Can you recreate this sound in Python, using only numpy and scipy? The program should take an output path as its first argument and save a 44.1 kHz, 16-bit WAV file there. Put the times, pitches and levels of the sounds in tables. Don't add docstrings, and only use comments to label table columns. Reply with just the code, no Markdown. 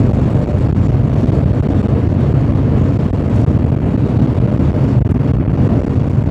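import sys
import numpy as np
from scipy import signal
from scipy.fft import rfft, irfft, next_fast_len
from scipy.io import wavfile
from scipy.ndimage import uniform_filter1d, minimum_filter1d

SR = 44100
rng = np.random.default_rng(int(sys.argv[2]) if len(sys.argv) > 2 else 0)


def persist_wave(psi):
    counts = np.round(np.clip(psi, -1, 1) * 32767).astype(np.int16)
    wavfile.write(sys.argv[1], SR, np.atleast_2d(counts).T)


N = 277830
TIME_S = np.arange(N) / SR
HISS_BAND_HZ = (3400, 9000)
# centre_s, length_s
BUMPS = [(.126, 0.01), (0.181, 0.006), (0.252, 0.0053), (0.34, 0.0069), (0.448, 0.0045), (0.455, 0.0058),
         (0.467, 0.0085), (.525, 0.0067), (.595, 0.0066), (.680, 0.0092), (0.719, .0105), (.739, 0.017),
         (0.878, .0095), (.913, .0093), (.962, 0.0053), (1.028, 0.0045), (1.091, .0065), (1.252, 0.0085),
         (1.266, 0.0077), (1.312, .012), (1.4502, .011), (1.526, 0.0077), (1.6165, 0.017), (1.68, 0.011),
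         (1.74, 0.0059), (1.823, 0.0086), (1.878, 0.0095), (1.945, .0048), (2.0835, .011), (2.134, .008),
         (2.156, 0.0037), (2.335, 0.0086), (2.516, 0.0055), (2.5305, 0.0065), (2.544, 0.0077),
         (2.978, .0065), (2.985, 0.0074), (3.1195, 0.02), (3.233, 0.0071), (3.292, 0.0065), (3.457, 0.014),
         (3.583, .008), (3.604, 0.0054), (3.6166, 0.0048), (3.6366, 0.0064), (3.656, 0.0089),
         (3.711, 0.011), (3.757, 0.0094), (3.782, .007), (3.796, 0.0087), (3.813, 0.0054), (3.97, 0.0089),
         (4.183, 0.0096), (4.211, .008), (4.268, 0.0064), (4.341, 0.0056), (4.362, .005), (4.3953, .0105),
         (4.408, 0.0055), (4.469, 0.0072), (4.51, 0.0065), (4.569, 0.007), (4.587, 0.01), (4.7127, 0.0061),
         (4.725, 0.0084), (5, 0.012), (5.0368, 0.022), (5.084, 0.013), (5.1333, 0.017), (5.1745, 0.0041),
         (5.1856, 0.012), (5.3266, 0.016), (5.361, 0.0083), (5.378, 0.0098), (5.392, 0.009), (5.419, .004),
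         (5.435, 0.0043), (5.445, .0085), (5.471, 0.01), (5.4898, .0075), (5.525, .0096), (5.569, 0.0074),
         (5.684, 0.011), (5.811, 0.0067), (5.8282, .010), (5.858, .011), (5.889, 0.0089), (5.951, .0063),
         (5.991, 0.0063), (6.028, 0.0064), (6.092, .0092), (6.166, 0.0045), (6.203, 0.005), (6.233, 0.0091),
         (6.2485, 0.0083), (6.256, 0.0049), (6.283, .006)]


def from_db(db):
    return 10 ** (np.asarray(db) / 20)


def unit_rms(x):
    return x / np.sqrt(np.mean(x ** 2) + 1e-20)


def curve(rows, at_s=TIME_S):
    return np.interp(at_s, *np.transpose(rows))


def swells(rows):
    return sum(height * np.exp(-((TIME_S - centre_s) / half_s) ** 2) for centre_s, half_s, height in rows)


def drift(rate_hz):
    step, warmup = 40, 2000
    pole = np.exp(-2 * np.pi * rate_hz * step / SR)
    noise = rng.standard_normal(N // step + warmup + 2)
    slow = signal.lfilter([1], [1, -2 * pole, pole * pole], noise)[warmup:]
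    return np.interp(np.arange(N) / step, np.arange(len(slow)), unit_rms(slow))


def resonate(x, hz, width_hz):
    r = np.exp(-np.pi * width_hz / SR)
    feedback = [1, -2 * r * np.cos(2 * np.pi * hz / SR), r * r]
    return signal.lfilter(np.array([1, 0, -1]) * (1 - r * r) / 2, feedback, x + 1e-18)


def ring(x, hz, width_hz):
    return unit_rms(resonate(resonate(x, hz, width_hz), hz, width_hz))


def narrow_noise(hz, width_hz):
    return ring(rng.standard_normal(N), hz, 2 * width_hz)


def turbulence(spectrum):
    size = next_fast_len(N)
    freq_hz, relative_db = np.transpose(spectrum)
    bins_hz = np.maximum(np.arange(size // 2 + 1) * SR / size, 1)
    gain = from_db(np.interp(np.log(bins_hz), np.log(freq_hz), relative_db, left=-120, right=-120))
    return unit_rms(irfft(rfft(rng.standard_normal(size)) * gain, size)[:N])


def equipment_whine():
    # pitch_hz, rms_db
    tones = [(10540, -81.5), (13165, -90)]
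    return sum(from_db(db) * np.sqrt(2) * np.sin(2 * np.pi * hz * TIME_S) for hz, db in tones)


def panel_squeaks():
    # centre_s, half_s, rms_db
    slips = [(0.835, .007, -54.5), (.863, .012, -54.5)]
    rubbing = swells((centre_s, half_s, from_db(db)) for centre_s, half_s, db in slips)
    return rubbing * narrow_noise(hz=7260, width_hz=130)


def trim_ticks(rise_s=0.0018, top_hz=13500, small_per_s=3, small_db=-53.5, scatter_db=3):
    # start_s, peak_db, pitch_hz
    loud = [(.303, -39, 6900), (.585, -47, 9000), (1.208, -47, 9000), (2.205, -42, 9000),
            (3.359, -39, 6800), (3.411, -38, 7100), (4.321, -45, 7500), (4.839, -40, 4530),
            (5.111, -38, 7950), (5.648, -44, 7500), (6.099, -42, 8000)]
    small = [(when * TIME_S[-1], small_db + scatter_db * (2 * force - 1),
              np.interp(pitch, [0, 1], [6000, 10500]))
             for when, force, pitch in rng.random((round(small_per_s * N / SR), 3))]
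    age_s = TIME_S[:SR // 40]
    envelope = age_s / rise_s * np.exp(-age_s / rise_s)
    out = np.zeros(N + SR)
    for start_s, peak_db, pitch_hz in loud + small:
        tick = resonate(rng.standard_normal(len(age_s)) * envelope, pitch_hz, width_hz=2200)
        at = round(start_s * SR)
        out[at:at + len(tick)] += from_db(peak_db) * tick / np.abs(tick).max()
    return signal.sosfilt(signal.butter(6, top_hz, fs=SR, output="sos"), out[:N])


def loose_fittings(surge_db, base_db=-60, slowing_db_per_s=0.75, surge_scale=2.2, patchy_db=2.2):
    # pitch_hz, width_hz, relative_db, contacts_per_s
    modes = [(4370, 1100, 5, 1500), (5600, 1300, 7, 1900), (6600, 2200, 9, 810), (7500, 2300, 6, 440),
             (9250, 2200, -6.5, 300), (12000, 2600, -7.5, 150)]
    # centre_s, half_s, change_db
    rattles = [(.87, .04, 5), (1.2, .03, 1), (1.34, 0.046, 3), (3.38, 0.12, 10), (3.85, .1, -4),
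               (4.2, .12, 4), (4.87, .08, 4), (5.44, .14, -12), (5.72, .082, 2), (6.05, 0.21, 10.5)]
    buzz = np.zeros(N)
    for pitch_hz, width_hz, relative_db, contacts_per_s in modes:
        contacts = (rng.random(N) < contacts_per_s / SR) * rng.standard_normal(N)
        buzz += from_db(relative_db + patchy_db * drift(rate_hz=13)) * ring(contacts, pitch_hz, width_hz)
    level_db = base_db - slowing_db_per_s * TIME_S + surge_scale * surge_db + swells(rattles)
    return from_db(level_db) * unit_rms(buzz)


def air_rush(surge_db, gust_db, base_db=-32.5):
    # freq_hz, relative_db
    spectrum = [(300, -0.5), (750, 3), (1050, 1), (1800, -7.5), (2800, -12.5), (3500, -16.5), (4300, -19.5),
                (5200, -25.5), (7500, -31.5), (9000, -36.5), (12800, -41), (14500, -55), (17000, -60)]
    # centre_s, half_s, rise_db
    swishes = [(2.78, 0.02, 2.5), (3.06, .025, 1.5), (3.38, 0.039, 2), (4.66, 0.027, 1), (4.86, 0.046, 1),
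               (5.28, 0.045, 2.5), (5.72, .07, 0.5)]
    return from_db(base_db + 0.45 * surge_db + swells(swishes) + gust_db / 2) * turbulence(spectrum)


def engines(surge_db, gust_db, roar_db=-17, drone_db=-36):
    # freq_hz, relative_db
    spectrum = [(100, -29.5), (195, -1.5), (275, -1.5), (330, -8.5), (410, -11), (480, -11), (560, -17.5),
                (680, -17), (780, -26.5), (1500, -46.5), (4000, -79.5)]
    # centre_s, half_s, rise_db
    drone_swells = [(.52, .044, 11), (5.76, .06, 7)]
    roar = from_db(roar_db + 0.9 * surge_db + gust_db) * turbulence(spectrum)
    drone = from_db(drone_db + swells(drone_swells)) * narrow_noise(hz=597, width_hz=11)
    return roar + drone


def wheels(rumble_db=-12, boom_db=-24.5, slowing_db_per_s=0.04):
    # freq_hz, relative_db
    spectrum = [(25, -15), (42, -14), (60, -3), (72, -2), (98, 3), (140, 3), (175, -9), (300, -18),
                (700, -77)]
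    # centre_s, half_s, rise_db
    pounding = [(.4, 0.11, 0.5), (.85, .15, 2.5), (3.7, 0.31, 0.3), (5.06, .1, 2), (5.43, 0.098, 3.5)]
    drive_db = swells(pounding) - slowing_db_per_s * TIME_S
    rumble = from_db(rumble_db + drive_db) * turbulence(spectrum)
    boom = from_db(boom_db + drive_db) * narrow_noise(hz=127.3, width_hz=17.6)
    return rumble + boom


def hiss_flutter(x, own_db=1.96, together_db=0.94, band_count=14):
    shared_db = together_db * drift(rate_hz=8)
    edges_hz = np.geomspace(*HISS_BAND_HZ, band_count + 1)
    below = [signal.sosfiltfilt(signal.butter(12, hz, fs=SR, output="sos"), x) for hz in edges_hz]
    bands = np.diff(below, axis=0)
    return x + sum((from_db(shared_db + own_db * drift(rate_hz=5.6)) - 1) * band for band in bands)


def hiss_dips(x):
    # centre_s, half_s, change_db
    dips = [(3.83, .12, -1.5), (4.48, 0.068, -2), (5.08, 0.076, -2), (5.44, .085, -6)]
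    hiss = signal.sosfiltfilt(signal.butter(4, HISS_BAND_HZ, "band", fs=SR, output="sos"), x)
    return x - (1 - from_db(swells(dips))) * hiss


def treble_hollows(x, waver=0.4):
    # centre_hz, width_hz, base_db
    notches = [(3130, 110, -3), (3540, 190, -5.5), (3995, 170, -9.5), (4940, 140, -3), (6250, 170, -5),
               (8140, 220, -4)]
    # time_s, scale
    hollowness = [(0, .5), (.7, 1), (1.2, .4), (1.8, 1.3), (3.3, 0.55), (3.8, 1.2), (4.7, 0.66), (5.1, 2.2),
                  (5.45, 2.4), (5.7, .8), (6.1, 2)]
    for centre_hz, width_hz, base_db in notches:
        depth_db = base_db * curve(hollowness) * np.exp(waver * drift(rate_hz=2))
        x = x - (1 - from_db(depth_db)) * resonate(x, centre_hz, width_hz)
    return x


def tremors(per_s=52, spread=0.51, longest_s=0.0044, clearance_s=0.009):
    # time_s, typical_length_s
    roughness = [(0, 0.0023), (.55, 0.0033), (1.9, 0.0021), (2.75, 0.0026), (3.65, 0.0037), (4.3, 0.0018),
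                 (4.9, .002), (5.45, 0.0034), (5.68, 0.0018), (6.3, 0.0045)]
    centres_s = np.cumsum(rng.gamma(2, size=600)) / (2 * per_s)
    scatter = np.exp(spread * rng.standard_normal(len(centres_s)) - spread ** 2 / 2)
    lengths_s = np.minimum(curve(roughness, centres_s) * scatter, longest_s)
    clear = np.abs(centres_s[:, None] - np.array(BUMPS)[:, 0]).min(axis=1) > clearance_s
    return zip(centres_s[clear], lengths_s[clear])


def microphone_blocking(x, edge_s=0.0006, depth_db=-16, deepening_db_per_s=-1300):
    passed = np.ones(N)
    for centre_s, length_s in [*BUMPS, *tremors()]:
        start = max(round((centre_s - length_s / 2) * SR), 0)
        end = round((centre_s + length_s / 2) * SR)
        passed[start:end] *= from_db(depth_db + deepening_db_per_s * length_s)
    pinned = uniform_filter1d(1 - passed, round(edge_s * SR))
    steps = np.diff(x, prepend=x[:, :1])
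    return np.cumsum(steps * (1 - pinned), axis=-1)


def limiter(x, ceiling=0.8, hold_s=0.046):
    size = round(hold_s * SR)
    needed_gain = np.minimum(1, ceiling / (np.abs(x) + 1e-9))
    return x * uniform_filter1d(minimum_filter1d(needed_gain, size), size)


def scene():
    # time_s, change_db
    surge = [(0, 2), (.5, 0.5), (1.4, 0.4), (2.8, 0), (3.75, -1.1), (4.4, -0.1), (4.85, 1), (5.05, -1),
             (5.45, -2), (5.75, 2), (6.0, -3), (6.3, -2.5)]
    surge_db = curve(surge)
    gust_db = 0.5 * drift(rate_hz=7.6)
    rolling = wheels() + engines(surge_db, gust_db) + air_rush(surge_db, gust_db)
    rolling += loose_fittings(surge_db)
    cabin = hiss_dips(hiss_flutter(rolling)) + trim_ticks() + panel_squeaks() + equipment_whine()
    return treble_hollows(cabin)[None]


def record(dry, low_cut_hz=57, noise_db=-79, top_hz=15800):
    held = microphone_blocking(dry)
    settled = signal.sosfilt(signal.butter(4, low_cut_hz, "high", fs=SR, output="sos"), held)
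    out = limiter(settled) + from_db(noise_db) * rng.standard_normal(N)
    return signal.sosfilt(signal.ellip(10, 0.1, 80, top_hz, fs=SR, output="sos"), out)


dry = scene()
out = record(dry)
persist_wave(out)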